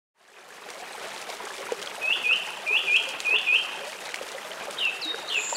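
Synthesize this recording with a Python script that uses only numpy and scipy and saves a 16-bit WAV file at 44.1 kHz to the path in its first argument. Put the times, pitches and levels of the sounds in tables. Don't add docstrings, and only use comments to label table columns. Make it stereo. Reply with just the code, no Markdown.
import sys
import numpy as np
from scipy import signal
from scipy.fft import rfft, irfft, next_fast_len
from scipy.io import wavfile

SR = 44100
rng = np.random.default_rng(int(sys.argv[2]) if len(sys.argv) > 2 else 0)


def wav_record(signal):
    frames = np.transpose(np.atleast_2d(signal))
    bounded = np.clip(frames, -1, 1)
    quanta = np.round(bounded * 32767).astype(np.int16)
    wavfile.write(sys.argv[1], SR, quanta)


N = 245195
TIME_S = np.arange(N) / SR
FFT_SIZE = next_fast_len(N + SR // 2)
BINS_HZ = np.maximum(np.fft.rfftfreq(FFT_SIZE, 1 / SR), 1)


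def from_db(db):
    return 10 ** (np.asarray(db) / 20)


def unit_rms(x):
    return x / np.sqrt(np.mean(x ** 2) + 1e-20)


def curve_db(points):
    hz, db = np.transpose(points)
    return np.interp(np.log(BINS_HZ), np.log(hz), db)


def filtered(x, response):
    return irfft(rfft(x, FFT_SIZE) * response, FFT_SIZE)[..., :N]


def drift(rate_hz):
    return unit_rms(filtered(rng.standard_normal(N), 1 / (1 + (BINS_HZ / rate_hz) ** 2)))


def ages(length_s):
    return np.arange(int(length_s * SR)) / SR


def add(out, start_s, sound):
    i = int(np.clip(start_s * SR, 0, N - 1))
    out[i:i + len(sound)] += sound[:N - i]


# frequency in Hz, relative spectral density in dB.
WATER_SPECTRUM = [(18, -54), (30, -19.5), (85, -27.5), (202, -10), (270, -12), (379, -4.4), (532, -2.5),
                  (673, -3.5), (852, -4.5), (1080, -4.5), (1400, -4.6), (2490, -7), (4090, -12.5),
                  (7650, -20.5), (13300, -22), (15500, -30)]

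def water_colour():
    colour = from_db(curve_db(WATER_SPECTRUM))
    return colour / np.sqrt(np.mean(colour[(BINS_HZ > 400) & (BINS_HZ < 2000)] ** 2))


# frequency in Hz, gain on the water spectrum in dB.
WASH_EQ = [(60, -3), (180, -1.5), (400, -5.5), (2000, -9.5), (6000, -5.5), (10000, -3), (14000, -6)]
# frequency in Hz, left minus right in dB.
WASH_PAN = [(70, -6), (170, 12.5), (350, 3)]

def far_wash():
    colour = water_colour() * from_db(curve_db(WASH_EQ) + curve_db(WASH_PAN) * [[.5], [-.5]])
    return from_db(-32.5) * filtered(rng.standard_normal((2, N)), colour)


def bubble(hz, t60_s, rise_octaves):
    progress = np.arange(int(t60_s * SR) + 2) / (t60_s * SR)
    cycles = np.cumsum(hz * 2 ** (rise_octaves * progress)) / SR
    return from_db(-60 * progress) * (1 - np.exp(-1.5 * cycles ** 2)) * np.sin(2 * np.pi * cycles)


def babble(low_hz, high_hz, median_cycles, max_octaves, spread_db, count):
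    out = np.zeros(N)
    for when, pitch, strength, life, climb in rng.random((count, 5)):
        hz = low_hz * (high_hz / low_hz) ** pitch
        gain = hz * from_db(spread_db * min(-np.log(1 - strength), 3.5))
        t60_s = median_cycles * 2 ** (life * 2 - 1) / hz
        add(out, when * N / SR, gain * bubble(hz, t60_s, max_octaves * climb))
    return unit_rms(out)


def droplets(median_per_s, spread_db):
    landed = rng.random(N) < median_per_s * from_db(4 * drift(18)) / SR
    sizes = from_db(spread_db * np.minimum(rng.exponential(1, N), 4))
    return unit_rms(landed * sizes * rng.choice([-1, 1], N))


# frequency in Hz, gain on the spray in dB.
SPRAY_EQ = [(100, -26), (5000, 0), (8000, 4.5), (11000, 4), (15000, 1)]

def riffle():
    colour, treble_share = water_colour(), 1 / (1 + (3500 / BINS_HZ) ** 4)
    large = babble(338.4, 890.4, median_cycles=54.4, max_octaves=.68, spread_db=3.8, count=360)
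    small = babble(694, 3875, median_cycles=28, max_octaves=.54, spread_db=3, count=1900)
    wash = from_db(6.9) * rng.standard_normal(N) * from_db(3.2 * drift(26))
    gurgle = filtered(from_db(-7) * large + from_db(-.5) * small, colour)
    gurgle += filtered(wash, colour * np.sqrt(1 - treble_share))
    fizz = babble(3320, 11230, median_cycles=60, max_octaves=.059, spread_db=5, count=2600)
    hiss = from_db(1) * rng.standard_normal(N)
    spits = hiss + from_db(-5.5) * fizz + droplets(median_per_s=400, spread_db=2.5)
    flicker = from_db(2.6 * drift(17.5) + 2.2 * drift(220))
    spray = filtered(spits * flicker, colour * np.sqrt(treble_share) * from_db(curve_db(SPRAY_EQ)))
    return from_db(-41.2) * gurgle + from_db(-35.1) * spray


# start in seconds, pitch in Hz, level in dB, ring time in cycles.
NEAR_BUBBLES = [(0.822, 730, -27.5, 51), (0.948, 850, -26.5, 39), (1.225, 2570, -26, 40),
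                (1.289, 706, -22.5, 21), (1.3, 523, -25, 12), (1.402, 970, -27, 53), (1.437, 406, -28, 34),
                (1.47, 1260, -27.5, 35), (1.505, 1680, -25.5, 52), (1.667, 1370, -25.5, 35),
                (1.689, 950, -27, 60), (1.719, 467, -12.5, 21), (1.8736, 3210, -20, 40),
                (1.947, 1570, -28, 30), (2.309, 1354, -23.5, 48), (2.57, 946, -27, 27),
                (2.705, 419, -29, 54), (3.335, 422, -27.5, 63), (3.337, 970, -23.5, 39),
                (3.814, 555, -30.5, 81), (4.09, 1900, -18, 14), (4.1425, 2100, -9, 12),
                (4.211, 528, -17.7, 14), (4.346, 530, -27.5, 46), (4.383, 1960, -26, 60),
                (4.516, 3020, -22, 38), (4.62, 2420, -25, 54), (4.671, 790, -27, 40),
                (4.681, 560, -25.5, 40), (5.053, 312, -33, 72), (5.141, 446, -24.5, 26),
                (5.144, 1480, -17.8, 19), (5.523, 560, -22, 24), (5.526, 920, -17.5, 38)]
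# start in seconds, relative level in dB, pitch of the tiny bubble in Hz.
NEAR_SPLASHES = [(0.688, -29, 9410), (0.7024, -23, 4500), (0.7443, -28, 9540), (0.78, -35, 8120),
                 (0.9974, -34, 3140), (1.178, -30.5, 4600), (1.2155, -26.5, 9670), (1.3003, -24.5, 3540),
                 (1.368, -31, 9500), (1.565, -31, 8000), (1.5805, -29, 7800), (1.602, -31, 8000),
                 (1.618, -32, 5600), (1.668, -36, 8530), (1.7207, -26.5, 8460), (1.7463, -36, 5860),
                 (1.7926, -33.0, 4800), (1.816, -25, 9990), (1.826, -22, 3140), (1.8601, -25.5, 4240),
                 (1.8745, -32, 3290), (2.3602, -29, 7990), (2.3717, -30.1, 4670), (2.62, -33.5, 8700),
                 (2.6764, -31, 4780), (2.8864, -33, 8590), (2.9646, -22, 9750), (3.026, -30.5, 9630),
                 (3.036, -31, 6890), (3.089, -21.5, 9320), (3.118, -34, 9630), (3.2028, -21, 3600),
                 (3.295, -32, 4400), (3.386, -29, 3950), (3.414, -31, 4300), (3.637, -30, 4400),
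                 (3.8463, -33.5, 9390), (3.9197, -28.5, 2820), (4.0906, -28.5, 2300), (4.143, -23, 2750),
                 (4.1581, -24, 2740), (4.2883, -29.5, 5560), (4.317, -28.5, 7700), (4.709, -23.5, 8810),
                 (4.8508, -28, 4630), (5.2905, -31, 3920), (5.497, -27, 5000)]

def near_water():
    out, age = np.zeros(N), ages(.05)
    for start_s, hz, db, cycles in NEAR_BUBBLES:
        add(out, start_s, from_db(db) * bubble(hz, cycles / hz, rise_octaves=.14))
    attack_s, crack_s, scatter_s = .0005, .0013, .013
    decay = np.exp(-age / crack_s) + from_db(-13.5) * np.exp(-age / scatter_s)
    burst = decay * (1 - np.exp(-age / attack_s))
    splash_band = signal.butter(1, [2000, 11000], "band", fs=SR, output="sos")
    for start_s, db, hz in NEAR_SPLASHES:
        splash = signal.sosfilt(splash_band, rng.standard_normal(len(age)) * burst)
        add(out, start_s, from_db(db + 4.5) * splash)
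        add(out, start_s + .0007, from_db(db + 7.5) * bubble(hz, 14 / hz, rise_octaves=.15))
    return signal.sosfilt(signal.butter(4, 250, "high", fs=SR, output="sos"), out)


def from_side(water, left_lag_s):
    return filtered(water, np.exp(1j * np.pi * np.array([[-1], [1]]) * BINS_HZ * left_lag_s))


def stream():
    right = from_side(riffle() + near_water(), left_lag_s=3.9e-5)
    left = from_side(from_db(-5) * riffle(), left_lag_s=-2.3e-5)
    return right + left + far_wash()


# delay in seconds, relative left and right levels in dB.
EARLY_ECHOES = [(.0074, -11.5, -7), (0.0139, -6, -21), (0.015, -4.5, -9.5), (0.0237, -37, -22),
                (0.0257, -17, -14), (0.028, -13, -11), (0.0527, -19, -11)]
# frequency in Hz, gain in dB.
TWIG_EQ = [(2350, -4.5), (2750, -1.5), (3250, 1.5), (3800, -.5)]

def woods(song, pan_db, early_db, twigs_db, trunks_db):
    out = song * from_db([[pan_db / 2], [-pan_db / 2]])
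    for delay_s, left_db, right_db in EARLY_ECHOES:
        echo = np.interp(TIME_S - delay_s, TIME_S, song, left=0)
        out += from_db(early_db) * echo * from_db([[left_db], [right_db]])
    age, scattered = ages(2), filtered(song, from_db(curve_db(TWIG_EQ)))
    for tail_db, t60_s, build_s in ((twigs_db, .13, .025), (trunks_db, .95, .03)):
        mid, side = rng.standard_normal((2, len(age)))
        envelope = from_db(-60 * age / t60_s) * (1 - np.exp(-(age / build_s) ** 2))
        tail = (mid + .5 * side * [[1], [-1]]) * envelope
        tail /= np.sqrt(np.sum(tail[0] ** 2))
        out += from_db(tail_db) * signal.fftconvolve(scattered[None], tail)[:, :N]
    return out


def syrinx(notes, waver_share, waver_hz, overtone_db=-44, release_s=.004):
    out, tremble = np.zeros(N), 1 + waver_share * drift(waver_hz)
    for start_s, hz, gain in notes:
        age = np.arange(len(hz)) / SR
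        phase = 2 * np.pi * np.cumsum(hz * np.interp(start_s + age, TIME_S, tremble)) / SR
        release = np.clip((age[-1] - age) / release_s, 0, 1)
        tone = np.sin(phase) + from_db(overtone_db) * np.sin(2 * phase)
        add(out, start_s, np.sqrt(2) * release * gain * tone)
    return out


def thin_call(start_s=5.342, length_s=.23, hz=7110, attack_s=.032):
    age = ages(length_s)
    gain = from_db(-39) * (1 - np.exp(-age / attack_s))
    waver_share = .02 * (1 + 4.5 * np.maximum(TIME_S - start_s, 0))
    return syrinx([(start_s, np.full(len(age), hz), gain)], waver_share, waver_hz=260)


# start in seconds, pitch drop in Hz, level in dB.
DOWN_SLIDES = [(5.013, 2050, -31.5), (5.547, 1400, -29)]

def down_slide(start_s, drop_hz, db):
    held_hz, sag_hz_per_s, settle_s = 3795, 650, .011
    attack_s, catch_at_s, catch_width_s, catch_db = .007, .054, .005, -21
    age = ages(.109)
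    hz = held_hz - sag_hz_per_s * age + drop_hz * np.exp(-age / settle_s)
    catch = np.exp(-((age - catch_at_s) / catch_width_s) ** 2)
    return start_s, hz, from_db(db + catch_db * catch) * (1 - np.exp(-age / attack_s))


# start in seconds, length in seconds, top pitch in Hz, level in dB.
CHIPS = [(4.766, 0.032, 3290, -41), (4.783, 0.016, 3780, -29), (4.795, 0.02, 3080, -32),
         (5.281, 0.019, 4005, -32.5), (5.298, 0.0197, 3210, -29.5), (5.311, 0.023, 3670, -31)]

def chip(start_s, length_s, top_hz, db):
    progress = ages(length_s) / length_s
    hz = top_hz - 1120 * (progress - .43) ** 2
    return start_s, hz, from_db(db) * np.sqrt(np.sin(np.pi * progress))


# start and length in seconds, glide top, glide bottom and onset overshoot in Hz, level in dB.
FALLING_SLURS = [(4.808, 0.0782, 2798, 2620, 529, -23.9), (5.32, 0.073, 2943, 2424, 130, -25)]

def falling_slur(start_s, length_s, upper_hz, lower_hz, overshoot_hz, db):
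    overshoot_s, droop_hz, droop_s = .0138, 70, .0075
    attack_s, swell_db = .0015, 4
    age = ages(length_s)
    remaining = 1 - age / length_s
    hz = lower_hz + (upper_hz - lower_hz) * remaining + overshoot_hz * np.exp(-age / overshoot_s)
    hz -= droop_hz * np.exp((age - length_s) / droop_s)
    return start_s, hz, from_db(db - swell_db * remaining) * (1 - np.exp(-age / attack_s))


# start, scoop time constant and climb time in
# seconds, low pitch in Hz, steady rise in Hz/s, top pitch in Hz, nominal level in dB, swell in dB.
RISING_SLURS = [(2.012, 0.0025, 0.12, 2492, 1290, 3550, -22.5, 11.5),
                (2.234, 0.0065, 0.1, 2391, 2175, 3127, -20.5, 7),
                (2.663, 0.0044, 0.11, 2315, 3244, 3510, -21.3, 7.5),
                (2.865, 0.0076, 0.1, 2326, 1855, 3344, -18.5, 9.5),
                (3.246, 0.0049, .118, 2394, 1994, 3570, -21.3, 7),
                (3.461, .007, 0.1, 2369, 2210, 3237, -19.6, 7)]

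def rising_slur(start_s, scoop_s, climb_s, low_hz, rise_hz_per_s, top_hz, db, swell_db):
    scoop_hz, bend_hz, sag_hz_per_s = 666, 312, 11000
    attack_s, flick_s, flick_db, hold_s = .004, .0035, -3, .0105
    age = ages(climb_s + hold_s)
    climbed = np.minimum(age / climb_s, 1)
    flicked = .5 + .5 * np.tanh((age - climb_s) / flick_s)
    slur_hz = low_hz + scoop_hz * np.exp(-age / scoop_s) + rise_hz_per_s * age + bend_hz * climbed ** 5.25
    held_hz = top_hz - sag_hz_per_s * np.maximum(age - climb_s, 0)
    hz = slur_hz + (held_hz - slur_hz) * flicked
    thinning_db = .009 * np.maximum(hz - 3150, 0)
    gain = from_db(db - swell_db * (1 - climbed) + flick_db * flicked - thinning_db)
    return start_s, hz, gain * (1 - np.exp(-age / attack_s))


def scene():
    rising = syrinx([rising_slur(*row) for row in RISING_SLURS], waver_share=.00049, waver_hz=120)
    falling = syrinx([falling_slur(*row) for row in FALLING_SLURS], waver_share=.017, waver_hz=200)
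    chips = syrinx([chip(*row) for row in CHIPS], waver_share=.045, waver_hz=200)
    singer = woods(rising, pan_db=2.5, early_db=-.5, twigs_db=-7, trunks_db=-4.5)
    singer += woods(falling + chips, pan_db=2.5, early_db=-1.5, twigs_db=-12.5, trunks_db=-6)
    slides = syrinx([down_slide(*row) for row in DOWN_SLIDES], waver_share=.003, waver_hz=100)
    slider = woods(slides, pan_db=3.5, early_db=-5, twigs_db=-14, trunks_db=-7)
    thin_caller = woods(thin_call(), pan_db=-11.5, early_db=-1.5, twigs_db=2.5, trunks_db=-10)
    return singer + slider + thin_caller + stream()


def record(dry):
    fade_start_s, fade_end_s, cutoff_hz = .14, 1.06, 15700
    fade = np.clip((TIME_S - fade_start_s) / (fade_end_s - fade_start_s), 0, 1)
    return signal.sosfilt(signal.ellip(10, .1, 80, cutoff_hz, fs=SR, output="sos"), dry * fade)


dry = scene()
out = record(dry)
wav_record(out)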